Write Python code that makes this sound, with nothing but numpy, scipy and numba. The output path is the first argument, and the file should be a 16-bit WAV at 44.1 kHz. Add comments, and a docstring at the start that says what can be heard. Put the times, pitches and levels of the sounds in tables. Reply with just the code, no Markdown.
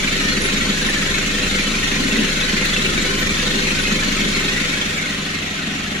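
"""Polishing chips rattle in a vibratory tumbler, shaken 24.5 times a second by an off-centre weight.
The heap is tossed and lands once a turn: chips click, clack and scrape, small metal parts clink,
and the bowl booms. The weight makes the housing hum over a low rumble from the mounts.
The microphone hangs over the bowl and draws back near the end, into the workshop's even roar."""
import sys
import numpy as np
from scipy import signal
from scipy.fft import rfft, irfft, next_fast_len
from scipy.io import wavfile
from scipy.ndimage import map_coordinates
from numba import njit

SR = 44100
rng = np.random.default_rng(int(sys.argv[2]) if len(sys.argv) > 2 else 0)


def bounce(signal):
    """Save signal as a 16-bit WAV file at the path given by the first command-line argument."""
    frames = np.transpose(np.atleast_2d(signal))
    limited = np.clip(frames, -1, 1)
    pcm = np.round(limited * 32767).astype(np.int16)
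    wavfile.write(sys.argv[1], SR, pcm)


N = 264600

SHAFT_HZ, TOP_HZ = 24.523, 15150
# Resonances of the loaded bowl: f/Hz, width/Hz, gain/dB
BOWL_MODES = [(210.5, 50, 0), (254, 60, -6.5), (395, 38, -14)]
# Left-right likeness of rattle and roar: f/Hz, correlation
CORRELATION = [(250, 0.98), (600, 0.054), (1200, 0.17), (2500, 0.79), (5000, 0.16), (12000, -0.049)]


def chip_rattle(turns, back, level_db):
    """Thousands of chips click together, hardest as the heap lands; every second toss is higher."""
    # Chip-on-chip spectrum: f/Hz, level/dB
    spectrum = [(250, -30), (600, -3), (720, -14.5), (810, -10), (930, -21.5), (1380, -9.5), (1800, -8),
                (2300, -2.5), (2900, -5.5), (3600, -4.5), (4200, -7), (4900, -13), (6900, -10), (8300, -19),
                (10200, -18.5), (12500, -21), (15000, -47)]
    # Resonances colouring the rattle: f/Hz, width/Hz, lift/dB
    hollow = [(1040, 65, 6), (1390, 80, 2.5), (1505, 60, 4.5), (1850, 230, 5), (2160, 110, 3)]
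    landing_turn = 0.65
    beam_hz, beam_width_hz = 4240, 470  # resonance beamed upward by the bowl
    height_db = 0.28 * np.cos(np.pi * (turns - landing_turn)) + 0.3 * wobble(35)
    toss = once_a_turn(turns, at=landing_turn, sharp=0.175) * amp(height_db)
    surface = surface_chips(toss, count=16000, base_t60_s=0.052, scatter_db=1.9, linger_s=0.065)
    buried = spread(contacts(rate_hz=18000, scatter_db=3) * toss, CORRELATION)  # dry crunch
    lift_db = lambda hz: sum(db / (1 + (2 * (hz - c) / w) ** 2) for c, w, db in hollow)
    rattle = unit(filtered(buried + amp(1.2) * surface, lambda hz: amp(along(spectrum, hz) + lift_db(hz))))
    treble = filtered(rattle, lambda hz: hz ** 2 / (hz ** 2 + 5000 ** 2))
    shaded = rattle - 0.26 * back * treble  # the rim screens the treble
    beam = filtered(rattle, lambda hz: 1 / (1 + 2j * (hz - beam_hz) / beam_width_hz))
    return amp(level_db) * (shaded + (0.42 - 0.38 * back) * beam)


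def surface_chips(toss, count, base_t60_s, scatter_db, linger_s):
    """Each loose chip has its own pitch and place, and strikes four times before it sinks."""
    birth, pitch, place, damping = rng.random((4, count, 1))
    size = amp(scatter_db * np.clip(rng.standard_normal((count, 1)), -2, 2))
    size = size * rng.uniform(0.3, 1, (count, 4))
    start_s = (birth * N / SR + linger_s * rng.random((count, 4))) % (N / SR)
    hz = 900 + 10000 * pitch ** 1.3
    # small, high chips are fainter and die sooner
    size = size * toss[(start_s * SR).astype(int)] * (1 - pitch / 3)
    t60_s = base_t60_s * (0.5 + damping) / (1 + (hz / 11000) ** 2)
    columns = np.broadcast_arrays(start_s, hz, size, t60_s, 2 * place - 1)
    return unit(strikes(*[c.ravel() for c in columns]))


def chip_clacks():
    """A chip drops hard on the heap and rebounds once."""
    # Hard drops: t/s, relative level/dB, f/Hz
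    drops = [(0.03, -7, 2264), (0.076, -4, 2310), (0.315, -8, 4260), (0.488, -19, 1400), (0.606, -8, 2230),
             (0.614, -8, 1950), (.817, -15, 4155), (0.8484, -7, 2300), (0.889, -7, 1798), (0.887, -8, 1980),
             (0.939, -8, 2310), (0.962, -7.5, 1754), (1.055, -13, 2756), (1.499, -13, 3682),
             (1.588, -3, 2420), (2.111, -8, 2700), (2.158, -5, 1980), (2.435, -8, 3875), (2.646, -5, 1950),
             (2.687, -12, 4200), (2.736, -5, 3434), (2.764, -3, 2670), (2.847, -4, 2350), (2.862, -6, 2610),
             (2.978, -2, 2310), (3.216, -8, 2320), (3.271, -4, 2370), (3.293, -3.5, 2330),
             (3.67, -6.5, 2530), (3.708, -7, 2605), (3.789, -8, 2680), (3.839, -6, 2530),
             (3.854, -4.5, 2110), (3.946, -9, 4190), (3.994, -7, 2390), (4.022, -8, 1730),
             (4.347, -7, 2160), (4.35, -8, 4230), (4.4817, -8, 2540), (4.5637, -6, 1948), (4.64, -11, 2150),
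             (4.814, -5, 3509), (4.82, -11, 2230), (4.98, -7, 2300)]
    start_s, db, hz = np.transpose(drops)
    size, t60_s = amp(db - 9.8), 0.068
    place, flight, tilt = rng.uniform(-0.733, 1, (len(start_s), 3)).T
    first = strikes(start_s, hz, size, t60_s, bearing=0.69 * place)
    rebound_s = start_s + 0.011 * (1 + flight / 2)
    rebound = strikes(rebound_s, hz * (1 + 0.016 * tilt), size * amp(-8.5), t60_s, bearing=0.24 * place)
    return first + rebound


def chip_scrapes(turns, level_db):
    """After each landing the chips slide over one another with a fine sizzle."""
    # Scrape spectrum: f/Hz, level/dB
    spectrum = [(3500, -30), (5000, -3), (6000, 2), (7100, 1.5), (8200, -19), (9600, -13), (12000, -25),
                (15000, -36)]
    scrapes = contacts(rate_hz=4500, scatter_db=3) * once_a_turn(turns, at=0.89, sharp=0.4)
    sizzle = filtered(spread(scrapes, CORRELATION), lambda hz: amp(along(spectrum, hz)))
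    return amp(level_db) * unit(sizzle)


def metal_parts():
    """A part rings on one high mode while chips strike it; the briefer the contact, the harder its tick."""
    # Clinks: t/s, contact/s, f/Hz, relative level/dB
    clinks = [(0.417, 0.059, 10303, -32.5), (.435, .035, 9743, -40), (0.809, .045, 10280, -41),
              (0.86, .048, 10290, -37), (1.6, .012, 11225, -42), (2.652, .006, 14850, -33),
              (3.003, 0.022, 7421, -31), (3.04, .022, 7360, -36), (3.19, .032, 12100, -38.5),
              (3.34, .05, 10350, -43), (3.81, 0.026, 10282, -35), (4.195, .02, 7335, -35),
              (4.955, 0.025, 7440, -34), (4.96, 0.025, 9474, -43)]
    attack_s, t60_cycles = 0.003, 270
    t = np.arange(N) / SR
    out = np.zeros((2, N))
    crack = unit(filtered(rng.standard_normal((2, N)), lambda hz: (hz > 5000) * (hz < TOP_HZ)))
    for start_s, contact_s, hz, db in clinks:
        decay_db = -60 * np.clip(t - start_s - contact_s, 0, 1) * hz / t60_cycles
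        envelope = np.clip((t - start_s) / attack_s, 0, 1) * amp(decay_db)
        jolts = amp(2.5 * wobble(150)) * np.exp(0.6j * wobble(250))  # strikes upset level and phase
        tone = (jolts * np.exp(2j * np.pi * (hz * t + 0.3 * rng.random((2, 1))))).imag
        tick = amp(4) * np.exp(-contact_s / 0.011) * crack
        out += amp(db - 1.5) * envelope * (tone + tick)
    return out


def bowl(turns, back, swell_db):
    """The landing heap thumps the bowl, drums on its wall and keeps its rim ringing."""
    # Wall resonances: f/Hz, width/Hz, gain/dB
    wall_modes = [(345, 45, -11), (401.6, 50, 11)]
    # Rim resonances: f/Hz, width/Hz, gain/dB
    rim_modes = [(495.7, 21, 19), (604, 160, -29)]
    # Drumming on the wall: t/s, relative level/dB
    wall_levels = [(0.05, -34), (0.47, -27.5), (0.65, -34), (1.65, -41), (2.2, -32), (2.55, -39),
                   (2.85, -30), (3.1, -23), (3.35, -37.5), (3.6, -27), (4.0, -34), (4.45, -30), (5.0, -39),
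                   (5.3, -53), (5.95, -37)]
    thumps = contacts(rate_hz=2200, scatter_db=4.5) * once_a_turn(turns, at=0.81, sharp=0.12)
    drumming = contacts(rate_hz=3400, scatter_db=2) * once_a_turn(turns, at=0.55, sharp=0.11)
    boom_band = lambda hz: 1 / (1 + (150 / (hz + 1)) ** 6) / (1 + (hz / 480) ** 6)
    boom = unit(filtered(ring(thumps, BOWL_MODES), boom_band))
    wall = unit(filtered(ring(drumming, wall_modes), lambda hz: 1 / (1 + (hz / 520) ** 6)))
    rim = ring(drumming, rim_modes)
    return (amp(-30 - 9.5 * back + swell_db) * spread(boom, [(180, 1), (280, 0.66), (450, 0.67)])
            + amp(curve(wall_levels) - 4.5) * spread(wall, [(400, 0.49)])
            + amp(-34.5 - 16 * back) * spread(rim, [(500, 0.77)]))


def boom_swells():
    """Short rounded throbs of the bowl's boom, in dB."""
    # Crests: t/s, 1/e half-width/s, lift/dB
    crests = [(0.3, 0.034, 4.5), (0.581, 0.044, 4), (0.7, 0.023, 8.5), (0.87, 0.039, 5.5),
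              (1.72, 0.026, 10.5), (2.04, 0.076, 9), (2.2, 0.063, 13), (2.53, 0.037, 7), (3.0, 0.028, 5),
              (3.548, 0.035, 9), (3.929, 0.021, 9), (4.08, 0.025, 7.5), (4.25, 0.041, 11),
              (5.7, 0.057, 5.5)]
    t = np.arange(N) / SR
    return sum(db * np.exp(-((t - crest_s) / width_s) ** 2) for crest_s, width_s, db in crests)


def housing(turns, back, swell_db):
    """The weight sways the bowl; its knock makes the housing hum on whole and half shaft multiples."""
    # Hum: shaft multiple, near level/dB, far level/dB
    hum = [(1.5, -44, -58), (2, -43, -59), (2.5, -53, -68), (3, -56, -46), (6, -51, -56), (7, -42, -47),
           (7.5, -46, -52), (8, -30.5, -37), (8.5, -33.5, -39), (9, -36, -40), (9.5, -39.5, -43),
           (11, -37.5, -39.5), (11.5, -39, -43), (12, -39, -39), (13, -48, -52), (14, -39.5, -46),
           (15, -43, -58), (16, -36.5, -46), (17, -52, -48), (24, -55, -63)]
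    # Tones out of step with the shaft: f/Hz, near level/dB, far level/dB
    drones = [(53.2, -45, -56), (91.8, -39.5, -40), (157.6, -31, -36)]
    knock_turn = 0.74
    bowl_hz, bowl_width_hz, _ = BOWL_MODES[0]
    sway_db = -23.5 - 25.5 * back + 0.41 * wobble(12)
    out = amp(sway_db) * np.cos(2 * np.pi * turns) * np.ones((2, 1))
    # the heap keeps losing its every-second-turn step, so the half multiples slip together
    slip = 1.4 * wobble(1.2)
    tones = [(k * SHAFT_HZ, near_db, far_db, slip * (k % 1 > 0)) for k, near_db, far_db in hum]
    tones += [(*row, 0) for row in drones]
    for hz, near_db, far_db, drift in tones:
        lag = np.arctan(2 * (hz - bowl_hz) / bowl_width_hz)
        phase = 2 * np.pi * hz * (turns - knock_turn) / SHAFT_HZ - lag + drift
        phase += 0.8 * rng.standard_normal() + 0.26 * wobble(9)  # wavers with the shifting load
        stereo_skew = np.clip(0.15 * (hz / 280) ** 2, 0, 0.7) * np.array([[1], [-1]])
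        throb_db = 0.72 * swell_db / (1 + ((hz - bowl_hz) / 14) ** 2)  # near the bowl's resonance
        level_db = near_db + back * (far_db - near_db) + throb_db - 1.45 + 1.46 * wobble(9)
        out += amp(level_db) * np.cos(phase + stereo_skew)
    return np.sqrt(2) * out


def low_rumble(back):
    """Dull rumble of the shaking base; a soft low thud, perhaps microphone handling, near 1.4 s."""
    # Rumble spectrum: f/Hz, level/dB
    spectrum = [(10, -20), (35, -7), (70, 1), (120, -3.5), (200, -3), (400, -9), (900, -36), (4000, -50)]
    thud_db = 4.5 * np.exp(-((np.arange(N) / SR - 1.41) / 0.078) ** 2)
    rumble = filtered(rng.standard_normal((2, N)), lambda hz: amp(along(spectrum, hz)))
    level_db = -33.5 - 7.4 * back + thud_db + 2.2 * wobble(7.1)
    return amp(level_db) * spread(rumble, [(130, 0.87), (500, 1)])


def room_roar(back):
    """The machine's even roar, returned by the room, grows away from the bowl."""
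    # Roar spectrum: f/Hz, level/dB
    spectrum = [(200, -10), (420, -26), (560, -11), (690, 6), (820, 0), (960, -19), (1300, 4.5),
                (1700, -16), (2000, -4.5), (2600, 4.5), (3300, 2), (4200, -6), (9000, -38)]
    roar = filtered(rng.standard_normal((2, N)), lambda hz: amp(along(spectrum, hz)))
    return amp(-42.5 + 11.8 * back) * spread(roar, CORRELATION)


def workshop_reverb(x):
    """Diffuse tail; the treble dies first."""
    # Room decay: f/Hz, t60/s
    decay = [(200, 0.86), (2000, 0.22), (12000, 0.16)]
    hz, t, noise = signal.stft(rng.standard_normal((2, SR // 2)), SR, nperseg=256)
    tail = signal.istft(noise * amp(-60 * t / along(decay, hz)[:, None]), SR, nperseg=256)[1]
    return signal.fftconvolve(x, tail / np.linalg.norm(tail[0]), axes=1)[:, :N]


def strikes(start_s, hz, size, t60_s, bearing):
    """Short rings, each earlier and a little louder in the nearer channel."""
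    pole = np.exp((2j * np.pi * hz - np.log(1000) / t60_s) / SR)
    pan = np.exp(np.outer(bearing * (0.2 + 1j * np.pi * hz * 0.0004), [1, -1]))
    return damped_rings((start_s * SR).astype(np.int64), pole, size[:, None] * pan, N)


@njit
def damped_rings(start, pole, gain, length):
    """Sum of decaying sines, each with a complex pole and left and right gains."""
    out = np.zeros((2, length))
    for i in range(len(start)):
        z = 1 + 0j
        end = min(length, start[i] + int(-5 / np.log(abs(pole[i]))))
        for n in range(start[i], end):
            out[0, n] += (gain[i, 0] * z).imag
            out[1, n] += (gain[i, 1] * z).imag
            z *= pole[i]
    return out


def contacts(rate_hz, scatter_db):
    """Random impacts of uneven size in two channels."""
    hit = rng.random((2, N)) < rate_hz / SR
    size = amp(scatter_db * np.clip(rng.standard_normal((2, N)), -2, 2))
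    return unit(hit * size * rng.choice([-1, 1], (2, N)))


def once_a_turn(turns, at, sharp):
    """Swell peaking at one fraction of each turn."""
    return unit(np.exp(sharp * np.cos(2 * np.pi * (turns - at))))


def ring(x, modes):
    """x through resonances (f/Hz, width/Hz, gain/dB), at rms 1."""
    response = lambda f: sum(amp(db) * 1j * f * w / (c * c - f * f + 1j * f * w) for c, w, db in modes)
    return unit(filtered(x, response))


def spread(pair, correlation):
    """Two unrelated signals to stereo, given (f/Hz, correlation) points."""
    angle = lambda hz: np.arccos(np.clip(along(correlation, hz), -1, 1)) / 2
    mid, side = filtered(pair, lambda hz: np.array([np.cos(angle(hz)), np.sin(angle(hz))]))
    return unit(np.array([mid + side, mid - side]))


def filtered(x, response):
    """x through a complex frequency response."""
    size = next_fast_len(N + SR // 2)
    return irfft(rfft(x, size) * response(np.fft.rfftfreq(size, 1 / SR)), size)[..., :N]


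def wobble(rate_hz):
    """Smooth random curve with knots at rate_hz."""
    knots = rng.standard_normal(int(N * rate_hz / SR) + 4)
    return map_coordinates(knots, [np.arange(N) * rate_hz / SR])


def along(points, hz):
    """Read (f/Hz, value) points on a log axis."""
    f, values = np.transpose(points)
    return np.interp(np.log(hz + 1), np.log(f + 1), values)


def curve(points):
    """Read (t/s, value) points at every sample."""
    return np.interp(np.arange(N) / SR, *np.transpose(points))


def amp(db):
    """dB to gain."""
    return 10 ** (np.asarray(db) / 20)


def unit(x):
    """Scale to rms 1."""
    return x / np.sqrt(np.mean(x ** 2) + 1e-20)


def scene():
    """One shaft drives rattle, thumps and hum; the machine recedes as the microphone draws back."""
    # Microphone path: t/s, position (0 over the bowl, 1 a step back)
    retreat = [(4.35, 0.22), (5.0, 0.64), (5.5, 0.8)]
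    back = curve(retreat)
    turns = SHAFT_HZ * np.arange(N) / SR - 0.43
    swell_db = boom_swells()
    machine = housing(turns, back, swell_db) + bowl(turns, back, swell_db) + low_rumble(back)
    rattle_db = -20.5 - 11.5 * back ** 3.2  # fades slowly until the rim hides the heap
    scrape_db = rattle_db - 13.5 - 4.4 * back
    load = chip_rattle(turns, back, rattle_db) + chip_scrapes(turns, scrape_db)
    load += chip_clacks() + metal_parts()
    load += amp(-13 + 6 * back) * workshop_reverb(load)
    return machine * amp([[0.2], [-0.2]]) + load * amp([[0.5], [-0.5]]) + room_roar(back)


def record(dry):
    """Brick-wall low-pass at TOP_HZ."""
    return filtered(dry, lambda hz: hz < TOP_HZ)


dry = scene()
out = record(dry)
bounce(out)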